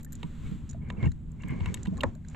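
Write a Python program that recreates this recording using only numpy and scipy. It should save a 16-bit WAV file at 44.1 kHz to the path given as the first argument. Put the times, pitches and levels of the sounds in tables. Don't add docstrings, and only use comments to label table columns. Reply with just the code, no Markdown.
import sys
import numpy as np
from scipy import signal
from scipy.fft import rfft, irfft
from scipy.io import wavfile
from scipy.ndimage import uniform_filter1d

SR = 44100
rng = np.random.default_rng(int(sys.argv[2]) if len(sys.argv) > 2 else 0)


def persist_wave(psi):
    counts = np.round(np.clip(psi, -1, 1) * 32767).astype(np.int16)
    wavfile.write(sys.argv[1], SR, np.atleast_2d(counts).T)


N = 103635


def undb(db):
    return 10 ** (np.asarray(db) / 20)


def unit(x):
    return x / np.sqrt(np.mean(x ** 2))


def curve(rows):
    times_s, levels_db = np.array(rows).T
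    return undb(np.interp(np.arange(N) / SR, times_s, levels_db))


def pan(db):
    return undb(np.array([[db], [-db]]) / 2)


def noise(size, width):
    mid, side = rng.standard_normal((2, size))
    return (mid + width * side * np.array([[1], [-1]])) / np.hypot(1, width)


def colour(x, points):
    hz, db = np.array(points).T
    f = np.maximum(np.fft.rfftfreq(N, 1 / SR), 1)
    gain = undb(np.interp(np.log(f), np.log(hz), db))
    return unit(irfft(rfft(x) * gain, N))


def add(out, at, x):
    i = int(np.clip(at * SR, 0, N - 1))
    out[:, i:i + x.shape[-1]] += x[..., :N - i]


def fade(t, t60):
    return np.exp(-np.log(1000) * t / t60)


CONTACT_WIDTH = 0.45
BLUR_SPAN = 0.14
CONTACT_S = 0.00081


def strike(modes, rattle_s, share, blur):
    t = np.arange(SR // 8) / SR
    chatter = np.exp(-(t / rattle_s) ** 2)
    push = noise(len(t), CONTACT_WIDTH) * chatter
    push *= share / np.sqrt(np.sum(push ** 2) / 2)
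    push[:, 0] += 1
    out = 0
    for k, (hz, t60, db) in enumerate(modes):
        mode = np.sin(2 * np.pi * hz * t) * fade(t, t60)
        ring = signal.fftconvolve(push, mode[None])[:, :len(t)]
        ring = (-1) ** k * ring / np.abs(ring).max()
        edges = np.clip([hz / (1 + BLUR_SPAN), hz * (1 + BLUR_SPAN)], 20, .45 * SR)
        b, a = signal.butter(2, edges, "band", fs=SR)
        near = unit(signal.lfilter(b, a, noise(len(t), CONTACT_WIDTH)))
        near = near * np.maximum(chatter, fade(t, t60))
        out = out + undb(db) * (ring + blur * near)
    return out * np.minimum(t / CONTACT_S, 1)


def balance(modes, ranges_hz, range_db):
    return [(hz, t60, db + np.interp(np.log(hz), np.log(ranges_hz), range_db)) for hz, t60, db in modes]


# start_s, left_minus_right_db, middle_db, high_db, top_db
METAL_TICKS = [(.009,2,-52,-51,-67.5),(.0305,2,-43,-51.5,-41),(.047,1,-40,-45,-36),(0.1222,4,-41,-46,-37.5),(.129,-1,-39,-42,-35),(0.1526,-3,-48,-40,-55),(0.692,-3,-49,-34.5,-89),(0.697,-3,-52,-34,-75),(0.71,-3,-61,-35,-76),(.731,2,-39,-53,-75),(.888,2,-49,-59,-82),(0.923,5,-55,-56.5,-79),(1.026,13,-36,-62,-66),(1.057,11,-50,-54,-61),(1.1174,0,-35.5,-47.5,-58),(1.317,-1,-80,-55.5,-61),(1.421,-2,-48,-45,-83),(1.481,-4,-43,-64,-51),(1.506,5,-53,-61,-62),(1.831,-3,-45,-31,-73),(1.853,0,-30,-51,-68),(1.97,3,-39,-50,-62),(1.977,1,-39,-45,-64),(2.01,8,-53,-49,-40),(2.1506,-3,-42,-53.5,-60),(2.2482,-3,-41,-61,-89),(2.284,-2.5,-48,-37.5,-74),(2.299,-3,-61,-48,-67),(2.312,-3,-55,-60,-81)]
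TICK_CENTRES_HZ = [2610,6480,11100]
# pitch_hz, t60_s, relative_db
TACKLE_MODES = [(1657,0.011,-10.5),(3936,0.008,-10),(6120,0.0051,-9.5),(6890,0.024,-4.5),(7460,0.0095,0),(8570,0.0065,-12),(12020,0.014,-8)]


def tackle_ticks():
    out = np.zeros((2, N))
    for start_s, pan_db, *range_db in METAL_TICKS:
        modes = balance(TACKLE_MODES, TICK_CENTRES_HZ, range_db)
        add(out, start_s, pan(pan_db) * strike(modes, rattle_s=.0045, share=0.86, blur=0.25))
    return out


# start_s, left_minus_right_db, low_db, middle_db, high_db, top_db
GEAR_CLACKS = [(0.2299,-1,-32.5,-43,-38,-48.5),(0.9012,-2,-35,-30.5,-39.5,-49),(1.028,-17,-44,-42,-50,-77),(1.435,-2,-46,-42,-48.5,-62),(1.4835,0,-65,-48,-71,-50.5),(1.505,-2,-62,-40,-71,-54.5),(1.605,5,-41.5,-49,-46.5,-61),(1.6582,1.5,-33,-29.5,-37.5,-45.5),(1.742,3,-40,-38,-37.5,-27.5),(1.772,12,-58,-49,-54,-63),(1.857,-7,-42,-36.5,-47,-55.5),(1.87,2,-47,-96,-40,-52.5),(2.007,-2,-49,-52,-25,-49),(2.346,-6,-40,-39.5,-52,-69)]
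CLACK_CENTRES_HZ = [1000,1760,3050,7150]
# pitch_hz, t60_s, relative_db
GEAR_MODES = [(500,0.015,-6),(810,0.012,-6),(991,0.065,-5.5),(1184,0.035,-11),(1863,0.0088,-1),(2214,0.047,-6.5),(2728,.022,-1.5),(3140,0.017,-4),(3723,0.022,-5),(4400,0.0087,-9),(6634,0.021,-7.5),(7770,0.013,-3.5),(11270,0.016,-15),(12500,0.012,-25)]


def gear_clacks():
    out = np.zeros((2, N))
    for start_s, pan_db, *range_db in GEAR_CLACKS:
        modes = balance(GEAR_MODES, CLACK_CENTRES_HZ, range_db)
        add(out, start_s, pan(pan_db) * strike(modes, rattle_s=0.0042, share=1, blur=0.39))
    return out


# start_s, level_db
KNOCK_CONTACTS = [(2.0337,-21),(2.0352,-24),(2.04,-40.5)]
# pitch_hz, t60_s, relative_db
DECK_MODES = [(260,0.14,-4.5),(382,0.046,-2.5),(497,0.052,-3),(556,0.037,-2),(784,0.13,-15),(892,0.058,-1.5),(1007,0.056,1.5),(1217,0.018,-6),(1536,0.044,-15),(1770,0.037,-3.5),(2500,0.0083,-12.5),(3710,0.0076,-12.5),(6260,0.011,-21.5),(7540,0.0084,-17.5)]


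def deck_knock():
    out = np.zeros((2, N))
    for start_s, level_db in KNOCK_CONTACTS:
        add(out, start_s, undb(level_db) * strike(DECK_MODES, rattle_s=0.0037, share=0.51, blur=0.5))
    return out


# time_s, level_db
RUB_LEVEL = [(.804,-105),(.814,-65.5),(.9,-58),(.955,-75),(.98,-58.5),(1.02,-52),(1.04,-48),(1.07,-51.5),(1.1,-87),(1.35,-100),(1.4,-59.5),(1.47,-59),(1.5,-46),(1.58,-58),(1.68,-47),(1.76,-74),(1.81,-83),(1.88,-80)]
# pitch_hz, nominal_width_hz, relative_db
RUB_RESONANCES = [(1015,240,-3),(1320,100,-21),(1630,150,-4.5),(2187,180,3),(2840,230,-10),(3700,400,-24)]
SLIPS_PER_S, SLIP_SCATTER_DB = 7000, 3.5


def rubbing():
    hits = rng.random(N) < SLIPS_PER_S / SR
    strength = undb(SLIP_SCATTER_DB * np.minimum(rng.exponential(size=N), 3))
    slips = hits * strength * noise(N, width=.45)
    out = 0
    for hz, width_hz, db in RUB_RESONANCES:
        b, a = signal.iirpeak(hz, hz / (1.42 * width_hz), fs=SR)
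        ring = signal.lfilter(b, a, signal.lfilter(b, a, slips))
        out = out + undb(db) * unit(ring)
    return unit(out) * curve(RUB_LEVEL) * pan(db=0.5)


# start_s, length_s, peak_level_db, mean_pitch_hz
GEAR_SQUEAKS = [(0.967,0.014,-57.5,2710),(1.009,0.017,-47,2160),(1.033,0.019,-39.5,2184),(1.053,0.011,-41,2750),(1.062,0.016,-46.5,2750),(1.071,0.013,-46,1855),(1.403,0.021,-54.5,2760),(0.448,0.034,-54.5,2230)]


def squeaks():
    out = np.zeros((2, N))
    for start_s, length_s, level_db, hz in GEAR_SQUEAKS:
        n = int(length_s * SR)
        waver = unit(uniform_filter1d(rng.standard_normal(n), size=30))
        pitch_hz = hz * (1 + 0.015 * waver)
        tone = np.sin(2 * np.pi * np.cumsum(pitch_hz) / SR)
        add(out, start_s, undb(level_db) * np.hanning(n) * tone)
    return out


# time_s, level_db
SCUFF_LEVEL = [(.78,-60),(.88,-51),(.96,-49),(1.02,-44.5),(1.04,-34),(1.075,-40.5),(1.11,-71.5),(1.4,-59.5),(1.51,-47),(1.58,-46.5),(1.69,-46),(1.8,-52),(1.89,-54),(1.99,-45),(2.07,-43),(2.15,-60.5),(2.22,-67),(2.35,-52)]
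# frequency_hz, relative_db
SCUFF_TONE = [(110,-15),(190,4.5),(270,-0.5),(400,-3),(600,-11.5),(760,-15),(1000,-13.5),(1600,-25),(4000,-43),(9000,-80),(14000,-81)]


def scuffing():
    return colour(noise(N, width=0.78), SCUFF_TONE) * curve(SCUFF_LEVEL) * pan(db=-4)


# time_s, level_db
RUSTLE_LEVEL = [(0,-89),(.15,-62.5),(.22,-74),(.6,-87),(.7,-78),(.8,-85),(.96,-77),(1.06,-60.5),(1.12,-74.5),(1.25,-83.5),(1.33,-76.5),(1.38,-76),(1.43,-69),(1.6,-65),(1.69,-60),(1.77,-60.5),(1.9,-69),(2.07,-64.5),(2.2,-81),(2.33,-64)]
# frequency_hz, relative_db
RUSTLE_TONE = [(500,-8),(1500,16),(3700,8),(5200,-0.5),(7200,9),(8200,0),(10000,-27.5),(12200,-14.5),(14000,-42)]
GRAINS_PER_S = 4900


def rustling():
    hits = rng.random(N) < GRAINS_PER_S / SR
    grains = hits * noise(N, width=0.36)
    return colour(grains, RUSTLE_TONE) * curve(RUSTLE_LEVEL)


# start_s, level_db (before the partials' own), base_pitch_hz, left_minus_right_db
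HULL_THUMPS = [(.241,-28,165,-3.5),(0.516,-27.5,188,-4.5),(.978,-30.5,200,-4),(1.028,-18.5,120.2,2.5),(1.046,-19.5,78.6,8),(1.064,-17,153,-2),(1.085,-29.5,80.3,21.5),(1.444,-30.5,182,-6.5),(1.5,-25,140,-2),(1.519,-31.5,250,-0.5),(1.556,-32.5,180,0),(1.612,-21.5,87,4.5),(1.674,-21.5,87,5.5),(1.698,-30.5,179.5,-7.5),(1.876,-22,184.7,-2.5),(1.918,-26,179,-0.5),(2.035,-27,142,3),(2.059,-24,92.6,7.5)]
# frequency_ratio, relative_db
HULL_PARTIALS = [(1.001,4),(1.551,-8),(2.4,-18)]
THUMP_ATTACK_S, THUMP_T60_S = 0.0043, 0.12
THUMP_PHASE_RAD = 1.39


def hull_thumps():
    out, t = np.zeros((2, N)), np.arange(SR // 4) / SR
    lead = np.array([[1], [-1]]) * THUMP_PHASE_RAD / 2
    onset = np.minimum(t / THUMP_ATTACK_S, 1)
    for start_s, level_db, hz, pan_db in HULL_THUMPS:
        ring = 0
        for ratio, db in HULL_PARTIALS:
            tone = np.sin(2 * np.pi * hz * ratio * t + lead)
            ring = ring + undb(db) * tone * fade(t, THUMP_T60_S / np.sqrt(ratio))
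        add(out, start_s, pan(pan_db) * undb(level_db) * ring * onset)
    return out


# start_s, level_db, starting_pitch_hz
WATER_DRIPS = [(.065,-53.5,1770),(0.747,-42,648),(1.93,-44,636),(1.985,-41.5,1080),(2.025,-44,1350),(2.157,-51,607)]
DRIP_T60_S, DRIP_RISE_PER_S = 0.06, 1.7


def drips():
    out, t = np.zeros((2, N)), np.arange(SR // 10) / SR
    for start_s, level_db, hz in WATER_DRIPS:
        cycles = hz * t * (1 + DRIP_RISE_PER_S * t / 2)
        add(out, start_s, undb(level_db) * np.sin(2 * np.pi * cycles) * fade(t, DRIP_T60_S))
    return out


# time_s, level_db
SWISH_LEVEL = [(0,-55),(.1,-111),(.2,-60.5),(.33,-60),(.42,-58),(.47,-53),(.54,-57.5),(.63,-64.5),(.73,-62.5),(.8,-73.5)]
# frequency_hz, relative_db
SWISH_TONE = [(300,8),(700,-8),(1100,-0.5),(2400,-3.5),(3800,-6),(5300,-21.5),(7500,-7),(10000,-31),(12200,-18.5),(14000,-63)]


def soft_swish():
    return colour(noise(N, width=0.3), SWISH_TONE) * curve(SWISH_LEVEL) * pan(db=-0.5)


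# time_s, level_db
RUMBLE_LEVEL = [(0,-68),(.15,-44),(.35,-50),(.48,-36.5),(.62,-43),(.8,-39.5),(1.05,-36),(1.25,-44),(1.4,-42.5),(1.62,-34.5),(1.8,-40.5),(1.95,-38.5),(2.15,-50.5),(2.35,-47)]
# frequency_hz, relative_db
RUMBLE_TONE = [(15,-30),(30,-0.5),(60,-2.5),(100,-1.5),(170,-6.5),(250,-14),(400,-31),(800,-89),(5000,-100)]
# time_s, level_db
BUFFET_LEVEL = [(0,-47.5),(.35,-47.5),(.48,-35),(.6,-47),(.8,-47),(1.0,-57),(1.2,-53.5),(1.5,-50.5),(1.75,-45),(1.95,-42),(2.15,-51),(2.35,-52)]
# frequency_hz, relative_db
BUFFET_TONE = [(10,9),(22,11),(35,3),(55,14),(90,1),(200,-43.5),(2000,-110)]


def wind():
    rumble = colour(noise(N, width=0.33), RUMBLE_TONE) * curve(RUMBLE_LEVEL) * pan(db=-.3)
    buffet = colour(noise(N, width=0.7), BUFFET_TONE) * curve(BUFFET_LEVEL)
    return rumble + buffet


# frequency_hz, relative_db
AIR_TONE = [(100,8.5),(200,7),(270,-1),(360,-16.5),(600,-26.5),(1000,-28),(2000,-40.5),(3800,-62),(5300,-66),(7500,-39.5),(10000,-57.5),(12200,-48),(14000,-65)]


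def air_bed():
    return colour(noise(N, width=0.11), AIR_TONE) * undb(-45) * pan(db=2)


ENGINE_HARMONICS_DB = [-50.5,-49,-53.5,-76]
ENGINE_HZ, ENGINE_WANDER = 76.98, 0.0045


def engine():
    wander = colour(rng.standard_normal(N), [(2, 0), (20, -60), (200, -120)])
    phase = 2 * np.pi * np.cumsum(ENGINE_HZ * (1 + ENGINE_WANDER * wander)) / SR
    hum = 0
    for number, db in enumerate(ENGINE_HARMONICS_DB, start=1):
        start_phase = 2 * np.pi * rng.random()
        hum = hum + undb(db) * np.sqrt(2) * np.sin(number * phase + start_phase)
    return pan(db=-2.5) * hum


def scene():
    handling = tackle_ticks() + gear_clacks() + deck_knock()
    friction = rubbing() + squeaks() + scuffing() + rustling()
    boat_and_water = hull_thumps() + drips() + soft_swish()
    background = wind() + air_bed() + engine()
    return handling + friction + boat_and_water + background


def record(dry):
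    low_pass = signal.ellip(8, .2, 70, 13500, fs=SR, output="sos")
    return signal.sosfilt(low_pass, dry)


dry = scene()
out = record(dry)
persist_wave(out)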